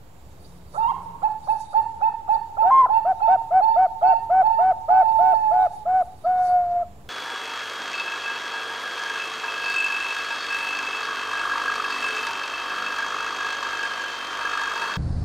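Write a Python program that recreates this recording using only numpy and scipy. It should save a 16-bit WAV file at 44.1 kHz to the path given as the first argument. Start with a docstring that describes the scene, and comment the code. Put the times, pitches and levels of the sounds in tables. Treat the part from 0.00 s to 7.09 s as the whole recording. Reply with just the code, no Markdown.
"""First come a low rumble, a hum, a band of insects and swells of rustle around a quiet porch.
Then a caged dove further off to the right sings and rings in the walls; a close, centred one answers lower.
Each gives a gliding opening note, a run of short coos and a long closing coo. The doves are gliding
sine tones with weak overtones and breath; the walls are fading echoes; the hum is a wavering sine.
Rumble, air, insects and rustle are noise shaped to different pitch ranges."""
import sys
import numpy as np
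from scipy import signal
from scipy.fft import rfft, irfft, next_fast_len
from scipy.io import wavfile
from scipy.ndimage import uniform_filter1d

SR = 44100
rng = np.random.default_rng(int(sys.argv[2]) if len(sys.argv) > 2 else 0)


def dump_mix(stems):
    """Bounce the given channels to the path in sys.argv[1] as a 16-bit WAV at rate SR."""
    frames = np.atleast_2d(stems).T  # one column per channel
    limited = np.clip(frames, -1, 1)  # hard clip at full scale
    pcm = np.round(limited * 32767).astype(np.int16)
    wavfile.write(sys.argv[1], SR, pcm)


N = 312669  # length in samples

# Opening note and long closing coo, each a list of points: time_s, pitch_hz, level_db
FAR_LONG_NOTES = [
    [(.735, 457.6, -56), (.77, 697, -30.5), (.782, 844, -17), (.83, 912.6, -16.5), (.872, 933.6, -16.5),
     (.888, 1051, -19.5), (.908, 1095, -18), (.919, 830, -22), (.93, 760, -38)],
    [(4.885, 557, -52.5), (4.897, 787.5, -29), (4.906, 844, -14.5), (4.99, 887.7, -18.5),
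     (5.36, 882.7, -17.5), (5.5, 857.4, -18), (5.655, 840, -24), (5.675, 798, -33.5), (5.685, 755, -54)],
]
NEAR_LONG_NOTES = [
    [(2.622, 477, -44.5), (2.634, 652, -33), (2.655, 711, -18), (2.705, 796.8, -15), (2.711, 1054, -14),
     (2.795, 1064, -11.5), (2.816, 1045, -12.5), (2.826, 992.3, -16), (2.853, 1021, -12.5),
     (2.864, 760, -21.5), (2.874, 514, -46.5)],
    [(6.238, 660, -49), (6.248, 632, -28), (6.27, 716.5, -16.5), (6.304, 735, -19), (6.53, 720.5, -18.5),
     (6.68, 706.2, -23), (6.818, 703.5, -22), (6.832, 654, -27), (6.845, 643, -47)],
]
# Short coos: start_s, end_s, final_pitch_hz (before the closing drop), level_db (at the start)
FAR_SHORT_COOS = [(1.224, 1.29, 904, -12), (1.476, 1.554, 906.3, -12.5), (1.735, 1.823, 926, -11.5),
                  (2.011, 2.108, 922.6, -13), (2.282, 2.386, 916.2, -12), (2.574, 2.699, 921.6, -12.5),
                  (2.888, 3.01, 909.5, -13), (3.207, 3.367, 918.2, -14), (3.603, 3.784, 906, -13.5),
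                  (4.018, 4.201, 908.6, -14), (4.418, 4.644, 902.5, -14.5)]
NEAR_SHORT_COOS = [(3.045, 3.133, 800, -17.5), (3.271, 3.367, 800, -16.5), (3.503, 3.615, 782, -17),
                   (3.754, 3.872, 775, -16.5), (4.013, 4.143, 772, -17), (4.292, 4.434, 774, -17),
                   (4.581, 4.73, 764, -17), (4.877, 5.036, 762, -17.5), (5.182, 5.345, 755, -17.5),
                   (5.505, 5.677, 745, -18.5), (5.85, 6.032, 748, -19)]
# Where every short coo aims first and how it swells or fades to its end: first_pitch_hz, swell_db
FAR_FIRST_AIM = (892, -3)
NEAR_FIRST_AIM = (746, 3)
# How a short coo starts and stops: quick_scoop_share, quick_scoop_s, slow_scoop_share, slow_scoop_s,
# pitch_drop_share, pitch_drop_s, attack_s, release_s
FAR_COO_SHAPE = (.38, .0055, .085, 0.03, 0.1, 0.005, 0.0074, 0.0097)
NEAR_COO_SHAPE = (.17, .006, .165, 0.022, .27, 0.0096, 0.0074, 0.0058)
# How the closed throat passes overtones, loud near the windpipe resonance:
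# pitch_hz, level_db (against the fundamental)
FAR_THROAT_CURVE = [(900, -12.5), (1330, -3.5), (1550, -31.5), (1800, -36.5), (2150, -19.5), (2500, -32.5),
                    (2750, -31), (3150, -17), (3450, -40), (3750, -18.5), (4050, -37.5), (4450, -34.5),
                    (5400, -46), (7000, -64)]
NEAR_THROAT_CURVE = [(1000, -19), (1320, -15), (1410, -35.5), (1465, -23.5), (1560, -22), (2000, -34),
                     (2250, -33.5), (2900, -45.5), (3200, -41), (3700, -57.5), (4250, -47.5), (5300, -50),
                     (6300, -48), (8000, -71)]
# Third to seventh overtone: levels_db (list, against the throat curve),
# gain_db_per_db (of effort), normal_effort_db
FAR_UPPER_OVERTONES = ([-5, -18.5, -8, -17, -18], 1.1, -12)
NEAR_UPPER_OVERTONES = ([-6, -9.5, -8.5, -10, -10.5], 0.84, -14)
# How unevenly the overtones come and go: second_db, higher_db
FAR_PATCHINESS = (4, 6)
NEAR_PATCHINESS = (1.2, 1.5)
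# Hoarse puffs where a long note catches or breaks off: start_s, length_s, level_db
FAR_HOARSE_PUFFS = [(0.735, 0.047, -29.5), (0.912, 0.019, -35), (4.883, 0.018, -26)]
NEAR_HOARSE_PUFFS = [(2.62, 0.028, -33), (2.699, 0.014, -30), (2.854, 0.02, -31)]
# The far bird also catches before every short coo: lead_s, length_s, level_db
FAR_COO_CATCH = (0.0074, .016, -31)
# Tone colour of the hoarse puffs and of the breath: pitch_hz, relative_level_db (per Hz)
PUFF_COLOUR = [(300, -32), (550, -3.5), (900, -2.5), (1150, -6.5), (1340, 1), (1500, -18.5), (2000, -34.5),
               (4000, -53.5)]
BREATH_COLOUR = [(150, -13.5), (500, -1), (1000, 0), (1500, -8), (2200, -19.5), (3500, -31), (9000, -45)]
# Dense wall echoes: low_db, high_db, first_echo_s, low_fade_s, high_fade_s (time to fade by 60 dB)
FAR_WALL_ECHOES = (-5.5, 0, 0.12, 1.09, 0.66)
NEAR_WALL_ECHOES = (-15.5, -22, .012, .45, .3)
# Late answers from hard walls behind the far cage: delay_s, level_db
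HARD_WALL_ECHOES = [(.0462, -12), (.0613, -13.5), (.0834, -14), (.112, -16.5)]
# Tone colour of the steady rumble and of the outdoor air: pitch_hz, relative_level_db (per Hz)
RUMBLE_COLOUR = [(15, -33.5), (30, -16), (55, -9), (70, -0.5), (90, -4.5), (150, -6), (230, -17.5),
                 (450, -14.5), (1000, -25.5), (2000, -36.5), (5000, -44.5), (11000, -43), (12500, -38.5),
                 (15500, -39.5)]
AIR_COLOUR = [(20, -15.5), (70, -2), (150, -10), (400, -19.5), (900, -16.5), (1500, -27), (3000, -32),
              (6500, -38.5), (10500, -40.5), (12000, -52.5)]
# Level changes of the centred noise, with a brief dip: time_s, bass_db, top_hiss_db
CENTRE_LEVELS = [(0, 0, 1), (1.55, 0, 0), (1.6, -6, -14), (1.7, -7, -12), (1.8, 1, -6), (2.2, 0, -4),
                 (2.3, 0, 0), (7.1, -2, -1)]
# The hum: time_s, pitch_hz, level_db
HUM_PATH = [(0, 176.2, -67), (.3, 172.6, -58), (1.0, 171.8, -58), (1.5, 171, -59.5), (1.65, 172, -87),
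            (6.55, 205.5, -83), (6.7, 205.6, -57.5), (7.1, 201.4, -59)]
# The insect band: pitch_hz, width_hz, level_db
INSECT_BAND = (7300, 670, -71)
# Swells of the rustle: time_s, level_db
RUSTLE_SWELLS = [(0.0, -81), (0.43, -65), (0.63, -68), (0.75, -61), (1.22, -76.5), (1.6, -57), (1.78, -66),
                 (2.27, -77.5), (2.33, -63), (2.43, -73.5), (2.76, -65), (2.88, -77), (3.37, -69),
                 (4.84, -70.5), (5.03, -65.5), (5.37, -60), (5.5, -64.5), (5.79, -62), (5.86, -70),
                 (6.3, -69.5), (6.48, -55), (6.62, -65.5), (6.9, -78.5), (7.09, -72)]
# Bands of rustle that flicker apart: pitch_hz, width_hz, level_db (added to the swells)
RUSTLE_PARTS = [(3780, 310, -4), (4600, 540, -3), (5680, 1200, -5.5), (7000, 2100, -4.5), (8400, 670, -8.5),
                (10200, 2200, -2.5)]

FAR_BREATH_DB, NEAR_BREATH_DB = -31.5, -26
FAR_LEFT_DB, RIGHT_TO_LEFT_S = -8.5, 0.0003
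ECHO_LEFT_DB, HARD_ECHO_LEFT_DB = -5.5, -8
SWAY_S = .00012  # how far the path to the walls wanders as bird and air move
RUMBLE_DB, AIR_DB = -52, -48.5
YARD_LEFT_DB, YARD_LIKENESS = -6.5, 0.3  # likeness: share of sound common to both sides
OFFSET = -.0047
TOP_HZ = 15600


def phrase(notes, coos, aim, shape):
    """Pitch and size of a whole song; a short coo scoops up, moves slowly and drops as it shuts."""
    hz, size, t = np.full(N, 600.), np.zeros(N), np.arange(N) / SR
    for note in notes:
        on = slice(int(note[0][0] * SR), int(note[-1][0] * SR))
        pitch, db = curve(note)
        hz[on], size[on] = pitch[on], undb(db[on])
    first_hz, swell_db = aim
    quick, quick_s, slow, slow_s, drop, drop_s, attack_s, release_s = shape
    for start, end, final_hz, db in coos:
        on = slice(int(start * SR), int(end * SR))
        since = t[on] - start
        left = np.maximum(end - t[on], 0)
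        part = since / (end - start)  # 0 at the start, 1 at the end
        scoop = quick * np.exp(-since / quick_s) + slow * np.exp(-since / slow_s)
        bend = 1 - scoop - drop * np.exp(-left / drop_s)
        hz[on] = (first_hz + part * (final_hz - first_hz)) * bend
        attack = (1 - np.exp(-np.abs(since) / attack_s)) ** 3
        release = (1 - np.exp(-left / release_s)) ** 2
        size[on] = undb(db + part * swell_db) * attack * release
    # a short running average rounds the corners
    return uniform_filter1d(hz, size=90), uniform_filter1d(size, size=90)


def dove(hz, size, throat, upper, patchiness, puffs, breath_db):
    """A near-pure tone with weak, patchy overtones that grow with effort, a little air and hoarse puffs."""
    hz = hz * (1 + .0025 * walk(60))  # slight waver in pitch
    phase = 2 * np.pi * np.cumsum(hz) / SR
    levels_db, gain, normal_db = upper
    second_db, higher_db = patchiness
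    effort_db = gain * (20 * np.log10(size + 1e-6) - normal_db)
    second = undb(colour(throat, 2 * hz) + second_db * walk(50))
    tone = np.sin(phase) + second * np.sin(2 * phase + 1)
    for k, level_db in enumerate(levels_db, start=3):
        overtone_db = colour(throat, k * hz) + level_db + effort_db + higher_db * walk(80)
        tone = tone + undb(overtone_db) * np.sin(k * phase + k)
    shimmer = undb(1.14 * walk(45))  # slight flicker in level
    breath = undb(breath_db) * noise(BREATH_COLOUR)
    voice = np.sqrt(2) * shimmer * tone + breath
    return size * voice + hoarse_puffs(puffs)


def hoarse_puffs(puffs):
    """Short bumps of rough noise in the voice."""
    loudness = np.zeros(N)
    for start, length, db in puffs:
        bump = undb(db) * np.hanning(int(length * SR)) ** .5
        first = int(start * SR)
        loudness[first:first + len(bump)] = bump
    return loudness * noise(PUFF_COLOUR)


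def walls(x, room, count):
    """Dense echoes that die away, the treble sooner; one unrelated pattern per channel."""
    low_db, high_db, first_s, low_s, high_s = room
    t = np.arange(SR) / SR
    dense = rng.standard_normal((count, SR))
    low = signal.sosfiltfilt(signal.butter(3, 1200, fs=SR, output="sos"), dense)
    low_fade, high_fade = undb(-60 * t / low_s), undb(-60 * t / high_s)
    low_fade = low_fade / np.sqrt(np.sum(low_fade ** 2))
    high_fade = high_fade / np.sqrt(np.sum(high_fade ** 2))
    tail = undb(low_db) * low * low_fade + undb(high_db) * (dense - low) * high_fade
    tail = tail * np.clip(t / first_s - 1, 0, 1)  # silent until the first echo, then builds up
    swayed = np.interp(np.arange(N) + SWAY_S * SR * walk(25), np.arange(N), x)
    return signal.fftconvolve(swayed[None], tail, axes=1)[:, :N]


def hard_walls(x):
    """A few separate late echoes, each a delayed and softer copy, softest on the left."""
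    slaps = sum(undb(db) * np.roll(x, int(delay_s * SR)) for delay_s, db in HARD_WALL_ECHOES)
    return slaps * undb([[HARD_ECHO_LEFT_DB], [0]])


def from_right(x, left_db):
    """A sound from the right reaches the left side later and softer."""
    late = np.interp(np.arange(N) - RIGHT_TO_LEFT_S * SR, np.arange(N), x)
    return np.array([undb(left_db) * late, x])


def centred_background():
    """Noise split into a swelling rumble and a thin top hiss, plus a sine hum that wavers."""
    bass_db, top_db = curve(CENTRE_LEVELS)
    rumble = noise(RUMBLE_COLOUR) * undb(RUMBLE_DB)
    top = signal.sosfiltfilt(signal.butter(6, 11500, "high", fs=SR, output="sos"), rumble)
    swell_db = 1.5 * walk(6)
    hz, db = curve(HUM_PATH)
    hum_phase = 2 * np.pi * np.cumsum(hz * (1 + 0.012 * walk(13))) / SR
    hum = undb(db + 4.3 * walk(4.4)) * np.sin(hum_phase)
    return (rumble - top) * undb(bass_db + swell_db) + top * undb(top_db) + np.sqrt(2) * hum


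def yard():
    """Noise bands for wide air, throbbing insects and grainy rustle, all louder on the right."""
    hz, width, db = INSECT_BAND
    layers = [(undb(AIR_DB), AIR_COLOUR), (undb(db + 2.1 * walk(14)), band(hz, width))]
    swell_db = curve(RUSTLE_SWELLS)[0] + 2.5 * walk(30)  # shared by all rustle bands
    for hz, width, db in RUSTLE_PARTS:
        layers.append((undb(swell_db + db + 3.2 * walk(45)), band(hz, width)))
    a, b = (sum(gain * noise(points) for gain, points in layers) for _ in range(2))
    # both sides share the long bass waves; higher up the left hears partly its own air
    bass = signal.sosfilt(signal.butter(1, 300, fs=SR, output="sos"), [a, b])
    own = (1 - YARD_LIKENESS) * bass[0] + np.sqrt(1 - YARD_LIKENESS ** 2) * (b - bass[1])
    left, right = from_right(a, YARD_LEFT_DB)
    return np.array([YARD_LIKENESS * left + undb(YARD_LEFT_DB) * own, right])


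def band(hz, width):
    """Tone colour of one noise band: loudest in the middle, falling away on both sides."""
    return [(hz - 1.5 * width, -40), (hz - width / 2, -3), (hz, 0),
            (hz + width / 2, -3), (hz + 1.5 * width, -40)]


def noise(points):
    """Random hiss shaped to a tone colour, at an average (rms) level of 1."""
    size = next_fast_len(N)
    spectrum = rfft(rng.standard_normal(size))
    gain = undb(colour(points, np.fft.rfftfreq(size, 1 / SR)))
    x = irfft(spectrum * gain, size)[:N]
    return x / np.std(x)


def colour(points, hz):
    """Level in dB of a tone colour at the given frequencies."""
    table_hz, table_db = np.array(points)[:, 0], np.array(points)[:, 1]
    return np.interp(np.log(hz + 1), np.log(table_hz), table_db)


def walk(rate):
    """Slow random wandering with a spread near 1: levels held 1 / rate seconds, smoothed twice."""
    k = int(SR / rate)
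    steps = np.repeat(rng.standard_normal(N // k + 1), k)
    return 1.3 * uniform_filter1d(uniform_filter1d(steps, k), k)[:N]


def curve(rows):
    """Values of a table that starts with time_s, joined by straight lines at every sample."""
    s, *columns = np.transpose(rows)
    return [np.interp(np.arange(N) / SR, s, c) for c in columns]


def undb(db):
    """Turn decibels into a plain loudness factor."""
    return 10 ** (np.asarray(db) / 20)


def scene():
    """Both doves with their echoes, over the centred background and the yard."""
    lead_s, length_s, catch_db = FAR_COO_CATCH
    catches = [(coo[0] - lead_s, length_s, catch_db) for coo in FAR_SHORT_COOS]
    far_hz, far_size = phrase(FAR_LONG_NOTES, FAR_SHORT_COOS, FAR_FIRST_AIM, FAR_COO_SHAPE)
    far = dove(far_hz, far_size, FAR_THROAT_CURVE, FAR_UPPER_OVERTONES, FAR_PATCHINESS,
               FAR_HOARSE_PUFFS + catches, FAR_BREATH_DB)
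    near_hz, near_size = phrase(NEAR_LONG_NOTES, NEAR_SHORT_COOS, NEAR_FIRST_AIM, NEAR_COO_SHAPE)
    near = dove(near_hz, near_size, NEAR_THROAT_CURVE, NEAR_UPPER_OVERTONES, NEAR_PATCHINESS,
                NEAR_HOARSE_PUFFS, NEAR_BREATH_DB)
    far_echoes = walls(far, FAR_WALL_ECHOES, count=2) * undb([[ECHO_LEFT_DB], [0]]) + hard_walls(far)
    near_echoes = walls(near, NEAR_WALL_ECHOES, count=1)
    doves = from_right(far, FAR_LEFT_DB) + far_echoes + near + near_echoes
    return doves + centred_background() + yard()


def record(dry):
    """Add a small steady offset and cut the top of the treble steeply."""
    return signal.sosfilt(signal.ellip(10, .2, 80, TOP_HZ, fs=SR, output="sos"), dry + OFFSET)


dry = scene()
out = record(dry)
dump_mix(out)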